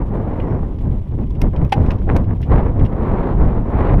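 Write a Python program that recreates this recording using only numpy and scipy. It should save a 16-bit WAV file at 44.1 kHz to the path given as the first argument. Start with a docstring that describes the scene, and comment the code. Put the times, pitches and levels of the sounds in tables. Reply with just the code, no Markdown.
"""Wind rumbles and rushes over the microphone of a rider's camera, brighter in every gust.
Beneath it a bicycle's tyres hum faintly as it rolls down a paved road and onto the shoulder.
Big eddies buffet the microphone, small ones make the rush, and steep pressure fronts slap it.
Bumps make loose parts chatter and click, with one hard clack; each impact rings the frame.
A faint, thin hiss follows the first click."""
import sys
import numpy as np
from scipy import signal
from scipy.fft import rfft, irfft
from scipy.io import wavfile
from scipy.ndimage import uniform_filter1d, minimum_filter1d

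SR = 44100
rng = np.random.default_rng(int(sys.argv[2]) if len(sys.argv) > 2 else 0)


def materialize(psi):
    """Save the field psi as 16-bit PCM at rate SR to the path in sys.argv[1].

    A 1-D psi becomes a single channel; in a 2-D psi each row is a channel.
    """
    bounded = np.clip(np.atleast_2d(psi).T, -1, 1)
    quanta = np.round(bounded * 32767).astype(np.int16)
    wavfile.write(sys.argv[1], SR, quanta)


N = 176400

# slow pressure of the big eddies (time [s], level [dB])
BUFFET_LEVEL = [(0.0, -18), (0.04, -17.5), (0.08, -22), (0.12, -19.5), (0.4, -23), (0.41, -16.5),
                (0.5, -24.5), (0.52, -13), (0.58, -22.5), (0.63, -16.5), (0.66, -20), (0.76, -23.5),
                (0.89, -14.5), (1.02, -20.5), (1.04, -28), (1.14, -18), (1.28, -21), (1.31, -17),
                (1.36, -23), (1.44, -10.5), (1.55, -20.5), (1.63, -10), (1.73, -29.5), (1.78, -10.5),
                (1.96, -16), (1.98, -31), (2.0, -17.5), (2.17, -12), (2.25, -18.5), (2.31, -13.5),
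                (2.37, -21.5), (2.41, -16), (2.47, -22.5), (2.51, -9.5), (2.56, -8.5), (2.61, -17),
                (2.67, -13.5), (2.74, -19), (2.84, -7.5), (2.87, -19.5), (2.92, -24.5), (2.94, -10.5),
                (2.97, -29), (3.01, -15), (3.05, -21.5), (3.13, -13.5), (3.16, -23), (3.21, -14.5),
                (3.23, -25), (3.43, -8), (3.55, -18.5), (3.58, -14), (3.65, -20), (3.73, -21), (3.75, -12),
                (3.79, -18), (3.81, -10), (3.84, -19), (3.97, -7), (4.0, -11)]
# airflow over the microphone, one list before the clack and one after (time [s], level [dB])
AIRFLOW_LEVEL = [
    [(0.0, -26.5), (0.045, -37.5), (0.08, -38.5), (0.152, -26), (0.194, -31.5), (0.546, -28.5),
     (0.614, -38.5), (0.646, -33), (0.656, -39.5), (0.746, -42), (0.762, -47), (0.876, -37), (0.894, -42),
     (0.932, -38), (1.0, -46), (1.108, -51.5), (1.124, -38), (1.152, -44), (1.166, -52), (1.19, -34),
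     (1.208, -36), (1.276, -58), (1.39, -41.5), (1.424, -28.5), (1.472, -30.5), (1.5, -45), (1.524, -56),
     (1.538, -30), (1.608, -33.5), (1.622, -26), (1.71, -48.5)],
    [(1.76, -28.5), (1.91, -29), (2.06, -48), (2.072, -35), (2.095, -23), (2.118, -23.5), (2.142, -30),
     (2.165, -19.5), (2.22, -34), (2.25, -45.5), (2.31, -27.5), (2.39, -51), (2.41, -36.5), (2.44, -54),
     (2.485, -31.5), (2.52, -20), (2.575, -19), (2.64, -28), (2.67, -22.5), (2.74, -36), (2.82, -25),
     (2.87, -35), (3.05, -24.5), (3.31, -24), (3.37, -34), (3.4, -25), (3.6, -29), (3.61, -35.5),
     (3.63, -32.5), (3.77, -22), (3.94, -19.5), (3.96, -29.5), (4.0, -23)],
]
# mid-sized eddies, the body of each gust (time [s], level [dB])
BODY_LEVEL = [(0.0, -19), (0.07, -36), (0.14, -20), (0.36, -27), (0.56, -19.5), (0.67, -33), (0.71, -19),
              (0.77, -32), (0.87, -21), (1.06, -49), (1.07, -34), (1.1, -47), (1.15, -29), (1.17, -29),
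              (1.21, -14.5), (1.28, -31.5), (1.31, -23), (1.395, -32), (1.425, -17.5), (1.47, -10.5),
              (1.5, -31), (1.64, -22), (1.69, -44), (1.82, -18), (2.06, -28), (2.1, -19), (2.23, -20.5),
              (2.26, -35.5), (2.42, -34.5), (2.46, -36), (2.515, -18.5), (2.55, -26), (2.57, -7),
              (2.62, -27), (2.66, -17), (2.71, -24.5), (2.8, -22), (2.87, -26.5), (3.06, -17.5),
              (3.09, -25), (3.14, -15), (3.16, -25.5), (3.3, -18), (3.34, -33), (3.42, -24.5), (3.6, -21.5),
              (3.62, -25), (4.0, -24.5)]
# spectra of the big eddies and of the rush (frequency [Hz], relative density [dB])
BUFFET_SPECTRUM = [(12, -8.5), (28, 0), (45, -0.5), (80, -4.5), (125, -6.5), (200, -15.5), (350, -27),
                   (700, -44), (1500, -95)]
RUSH_SPECTRUM = [(90, -21.5), (170, 7.5), (270, 5.5), (450, 1), (700, -4.5), (1050, -8.5), (1400, -19.5),
                 (2000, -25.5), (3000, -42.5), (4200, -52), (6000, -73), (9000, -74.5)]
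# growth of the rush with airflow (frequency [Hz], slope [dB/dB])
RUSH_SLOPE = [(150, 0.32), (400, 0.9), (900, 0.9339), (2000, 1.1346), (5000, 1.57)]
# part of the rush level that follows the body instead of the airflow (frequency [Hz], share [0-1])
BODY_WEIGHT = [(130, .8), (280, 0.7), (520, 0.13), (1000, 0)]
# tyres on asphalt and the hiss of open air (frequency [Hz], relative density [dB])
ROAD_SPECTRUM = [(100, 5), (500, -11), (1000, 3), (1400, -18.5), (2100, -9.5), (2800, -15.5), (3400, -16.5),
                 (4500, -27.5), (5600, -32), (7000, -30.5), (10000, -30.5), (13500, -32), (15000, -65.5)]
# resonances of the frame and its fittings (frequency [Hz], relative level [dB], t60 [s])
FRAME_MODES = [(785, 7.5, .07), (759, -8, .24), (829, -5, .14), (1060, -8, .05), (1510, -10, .05),
               (1735, -7, .035), (1852, -12, .08), (2100, -7, .04), (2340, -9, .05), (2555, -8, .05),
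               (2826, -5, .04), (2939, -8, .035), (3180, -11, .04), (3930, -18, .045), (5679, -25, .04)]
# impacts of loose parts (time [s], level [dB], treble tilt [dB/octave], crack t60 [s], pitch [Hz])
CLICK_IMPACTS = [(.399, -32.5, -25, 0.034, 2900), (.786, -47, -2, 0.045, 2600),
                 (1.236, -48, -15, 0.03, 2500), (1.306, -49, 4, .03, 3400), (1.352, -50, -7, .05, 2780),
                 (1.416, -23.5, 5, 0.02, 2140), (1.5615, -37.5, -12, 0.053, 2050),
                 (1.647, -39.5, 6, 0.017, 2530), (1.6955, -46, 1, .02, 2100),
                 (1.862, -42.5, 0, 0.049, 2550), (1.9055, -27, -7.5, 0.038, 2570),
                 (1.915, -37.5, 1.5, 0.031, 2780), (2.164, -26.5, 3.5, 0.026, 2200),
                 (2.24, -47, -14, .054, 3000), (2.4163, -44, 6, 0.024, 3170),
                 (2.4276, -39, -7, 0.082, 2830), (2.795, -40, -12.5, 0.041, 2380),
                 (2.8503, -43, -3, 0.065, 3320), (2.861, -40, -12, 0.029, 2830)]
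# slaps of air on the microphone (time [s], level [dB])
AIR_SLAPS = [(1.071, -48), (1.125, -43.5), (1.189, -38.5), (1.471, -47), (1.535, -36), (1.617, -33),
             (2.019, -37.5), (2.093, -20.5), (2.1, -17.5), (2.309, -33.5), (2.5604, -20.5), (2.588, -26.5)]
# impacts within the hard clack (time [s], level [dB])
CLACK_IMPACTS = [(1.7215, -15), (1.7235, -14.5), (1.7258, -14.5), (1.728, -30), (1.737, -25)]
# spectra of a click, a slap and the clack (frequency [Hz], relative density [dB])
CLICK_SPECTRUM = [(200, -26), (700, -8.5), (1400, 4.5), (2400, 5.5), (3500, 1.5), (4400, -6), (5500, -2),
                  (7300, -18.5), (9500, -16), (11700, -19.5), (13500, -17), (16000, -31.5)]
SLAP_SPECTRUM = [(120, -6), (300, 12.5), (1000, 0), (2100, -2), (3000, -20.5), (4200, -32), (6000, -50),
                 (10000, -68)]
CLACK_SPECTRUM = [(300, 3.5), (700, -0.5), (1200, -6), (1900, -4.5), (2900, -4), (3600, -13), (5500, -21),
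                  (7500, -34), (9300, -28), (11000, -33), (15000, -40)]

AIRFLOW_REFERENCE_DB, BODY_REFERENCE_DB = -31.5, -26
TREBLE_HZ = 3000  # spectral tilts act above this
TIME = np.arange(N) / SR


def undb(db):
    """Decibels to amplitude ratio."""
    return 10 ** (np.asarray(db) / 20)


def unit(x):
    """Normalise to rms 1."""
    return x / np.sqrt(np.mean(x ** 2) + 1e-20)


def curve(rows):
    """Interpolate (time, value) rows linearly."""
    return np.interp(TIME, *np.vstack(rows).T)


def at(rows, hz):
    """Interpolate (frequency, value) rows on a logarithmic axis."""
    freqs, values = np.array(rows, float).T
    return np.interp(np.log(np.maximum(hz, 1)), np.log(freqs), values)


def noise(spectrum, tilt_db=0, size=N):
    """White noise shaped to a spectrum, its treble tilted per octave."""
    hz = np.fft.rfftfreq(size, 1 / SR)
    gain = undb(at(spectrum, hz) + tilt_db * np.log2(np.maximum(hz / TREBLE_HZ, 1)))
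    return unit(irfft(rfft(rng.standard_normal(size)) * gain, size))


def drift(hz):
    """Low-pass noise of rms 1, a slow modulator."""
    span = int(SR / hz)
    return unit(uniform_filter1d(uniform_filter1d(rng.standard_normal(N), span), span))


def even(x, size):
    """Hold the rms near 1 over stretches of size samples."""
    return x / np.sqrt(uniform_filter1d(uniform_filter1d(x ** 2, size), size) + 1e-9)


def add(out, start, sound):
    """Superpose a sound from a start time in seconds."""
    i = int(start * SR)
    out[i:i + len(sound)] += sound[:N - i]


def wind(flow_db, buffet_db=1, rush_db=-26.5):
    """Turbulent pressure: big eddies buffet; small ones rush, the treble growing fastest with flow."""
    eddies = even(noise(BUFFET_SPECTRUM), size=1800)
    bursts_db = 1.5 * drift(hz=150) + 0.5 * eddies  # small eddies ride on the big ones
    spectrum = rfft(noise(RUSH_SPECTRUM))
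    octave = np.log2(np.maximum(np.fft.rfftfreq(N, 1 / SR), 1))
    rush = 0
    for centre in range(6, 14):  # octave bands, 64 to 8192 Hz
        hz = 2. ** centre
        band = irfft(spectrum * np.maximum(1 - abs(octave - centre), 0), N)
        share = at(BODY_WEIGHT, hz)
        body_db = share * (curve(BODY_LEVEL) - BODY_REFERENCE_DB)
        gust_db = at(RUSH_SLOPE, hz) * ((1 - share) * flow_db + bursts_db)
        flicker_db = drift(hz=25)
        rush += even(band, size=2400) * band.std() * undb(body_db + gust_db + flicker_db)
    return eddies * undb(curve(BUFFET_LEVEL) + buffet_db) + rush * undb(rush_db)


def tyres(level_db=-53.5, grain_db=3.5):
    """Rolling noise, amplitude-modulated by the grain of the asphalt."""
    return noise(ROAD_SPECTRUM) * undb(level_db + grain_db * drift(hz=60))


def mode(hz, t60, t):
    """Damped free vibration: a sinusoid that falls 60 dB in t60 seconds."""
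    return np.sin(2 * np.pi * hz * t) * np.exp(-np.log(1000) * t / t60)


def impact(spectrum, tilt_db, t60, ring_db=-11, lowest_hz=2200, attack_s=0.00056):
    """Impulsive excitation: a crack of noise, and the frame's modes above lowest_hz ring freely."""
    t = np.arange(16384) / SR
    crack = even(noise(spectrum, tilt_db, len(t)), size=128) * np.exp(-np.log(1000) * t / t60)
    spots_db = -0.5 * rng.uniform(-1, 1, len(FRAME_MODES))  # each spot struck favours other modes
    ring = 0
    for (hz, db, mode_t60), spot_db in zip(FRAME_MODES, spots_db):
        if hz > lowest_hz:
            treble_db = tilt_db * np.log2(max(hz / TREBLE_HZ, 1))
            polarity = rng.choice([-1, 1]) if hz > 1000 else 1
            ring += polarity * undb(db + spot_db + treble_db) * mode(hz, mode_t60, t)
    return (crack + undb(ring_db) * ring) * (1 - np.exp(-t / attack_s))


def chatter(parts=6, hits_per_s=390, level_db=-66, spread_db=2.5, shake_db=13, settle_s=0.3):
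    """Shot noise of tiny impacts on loose parts; the clack shakes them harder, then they settle."""
    since_clack = TIME - CLACK_IMPACTS[0][0]
    swell_db = shake_db * (since_clack > 0) * np.exp(-abs(since_clack) / settle_s)
    out = np.zeros(N)
    for _ in range(parts):
        hits = rng.random(N) < hits_per_s / parts / SR
        strength = undb(level_db + swell_db + spread_db * rng.standard_normal(N))
        response = impact(CLICK_SPECTRUM, tilt_db=-3.5, t60=0.036)
        out += signal.fftconvolve(hits * strength, response)[:N]
    return out


def pressure_fronts(flow_db, crackles_per_s=49, crackle_db=-42, slap_gain_db=5, relax_s=0.0008):
    """Steep pressure jumps relax exponentially: a crackle that grows with flow, and a snap per slap."""
    arrivals = rng.random(N) < crackles_per_s / SR
    fronts = arrivals * rng.standard_normal(N) * undb(crackle_db + 1.5 * flow_db)
    for start, db in AIR_SLAPS:
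        add(fronts, start, undb([db + slap_gain_db]))
    lag = np.arange(-512, 513) / SR
    jump = np.sign(lag) * np.exp(-abs(lag) / relax_s)
    snap = signal.sosfilt(signal.butter(4, 2300, fs=SR, output="sos"), jump)
    return signal.fftconvolve(fronts, snap, "same")


def clicks(note_db=-5.5, note_t60=0.05):
    """Light impacts excite the frame's high modes and the loose part's own natural frequency."""
    out = np.zeros(N)
    for start, db, tilt_db, t60, hz in CLICK_IMPACTS:
        add(out, start, undb(db) * impact(CLICK_SPECTRUM, tilt_db, t60))
        add(out, start, undb(db + note_db) * mode(hz, note_t60, TIME[:SR // 2]))
    return out


def hiss(band_hz=(5350, 5700), level_db=-74, peak_s=0.51, half_width_s=0.09):
    """Narrow-band noise swells and fades under a Gaussian envelope."""
    bandpass = signal.butter(2, band_hz, "bandpass", fs=SR, output="sos")
    band = unit(signal.sosfilt(bandpass, rng.standard_normal(N)))
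    return band * undb(level_db) * np.exp(-((TIME - peak_s) / half_width_s) ** 2)


def puffs(gain_db=-0.5, half_width_s=0.0016):
    """Each slap of air on the microphone carries a brief burst of turbulent noise."""
    envelope = sum(undb(db + gain_db) * np.exp(-((TIME - peak_s) / half_width_s) ** 2)
                   for peak_s, db in AIR_SLAPS)
    return even(noise(SLAP_SPECTRUM), size=200) * envelope


def clack(t60=0.032):
    """Impacts milliseconds apart fuse into one clack; the hardest also excite the low modes."""
    out = np.zeros(N)
    hardest_db = max(db for _, db in CLACK_IMPACTS)
    for start, db in CLACK_IMPACTS:
        ring = dict(ring_db=-3, lowest_hz=0) if db == hardest_db else {}
        add(out, start, undb(db) * impact(CLACK_SPECTRUM, tilt_db=0, t60=t60, **ring))
    return out


def scene():
    """Superposition: the pressures of wind and bicycle add at one microphone."""
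    flow_db = curve(AIRFLOW_LEVEL) - AIRFLOW_REFERENCE_DB
    air = wind(flow_db) + puffs() + pressure_fronts(flow_db)
    return (air + clicks() + clack() + chatter() + hiss() + tyres())[None]


def record(dry, ceiling=0.95, fade_s=0.004, top_hz=15600):
    """Peak limiting in the camera holds down the biggest gusts; the ends fade and the top is cut."""
    gain = np.minimum(1, ceiling / (abs(dry) + 1e-9))
    held = minimum_filter1d(gain, size=600)
    smoothed = uniform_filter1d(uniform_filter1d(held, size=300), size=300)
    to_edge_s = np.minimum(TIME, TIME[::-1])
    fade = np.sin(np.pi / 2 * np.minimum(1, to_edge_s / fade_s)) ** 2
    lowpass = signal.ellip(8, 0.2, 70, top_hz, fs=SR, output="sos")
    return signal.sosfilt(lowpass, dry * smoothed * fade)


dry = scene()
out = record(dry)
materialize(out)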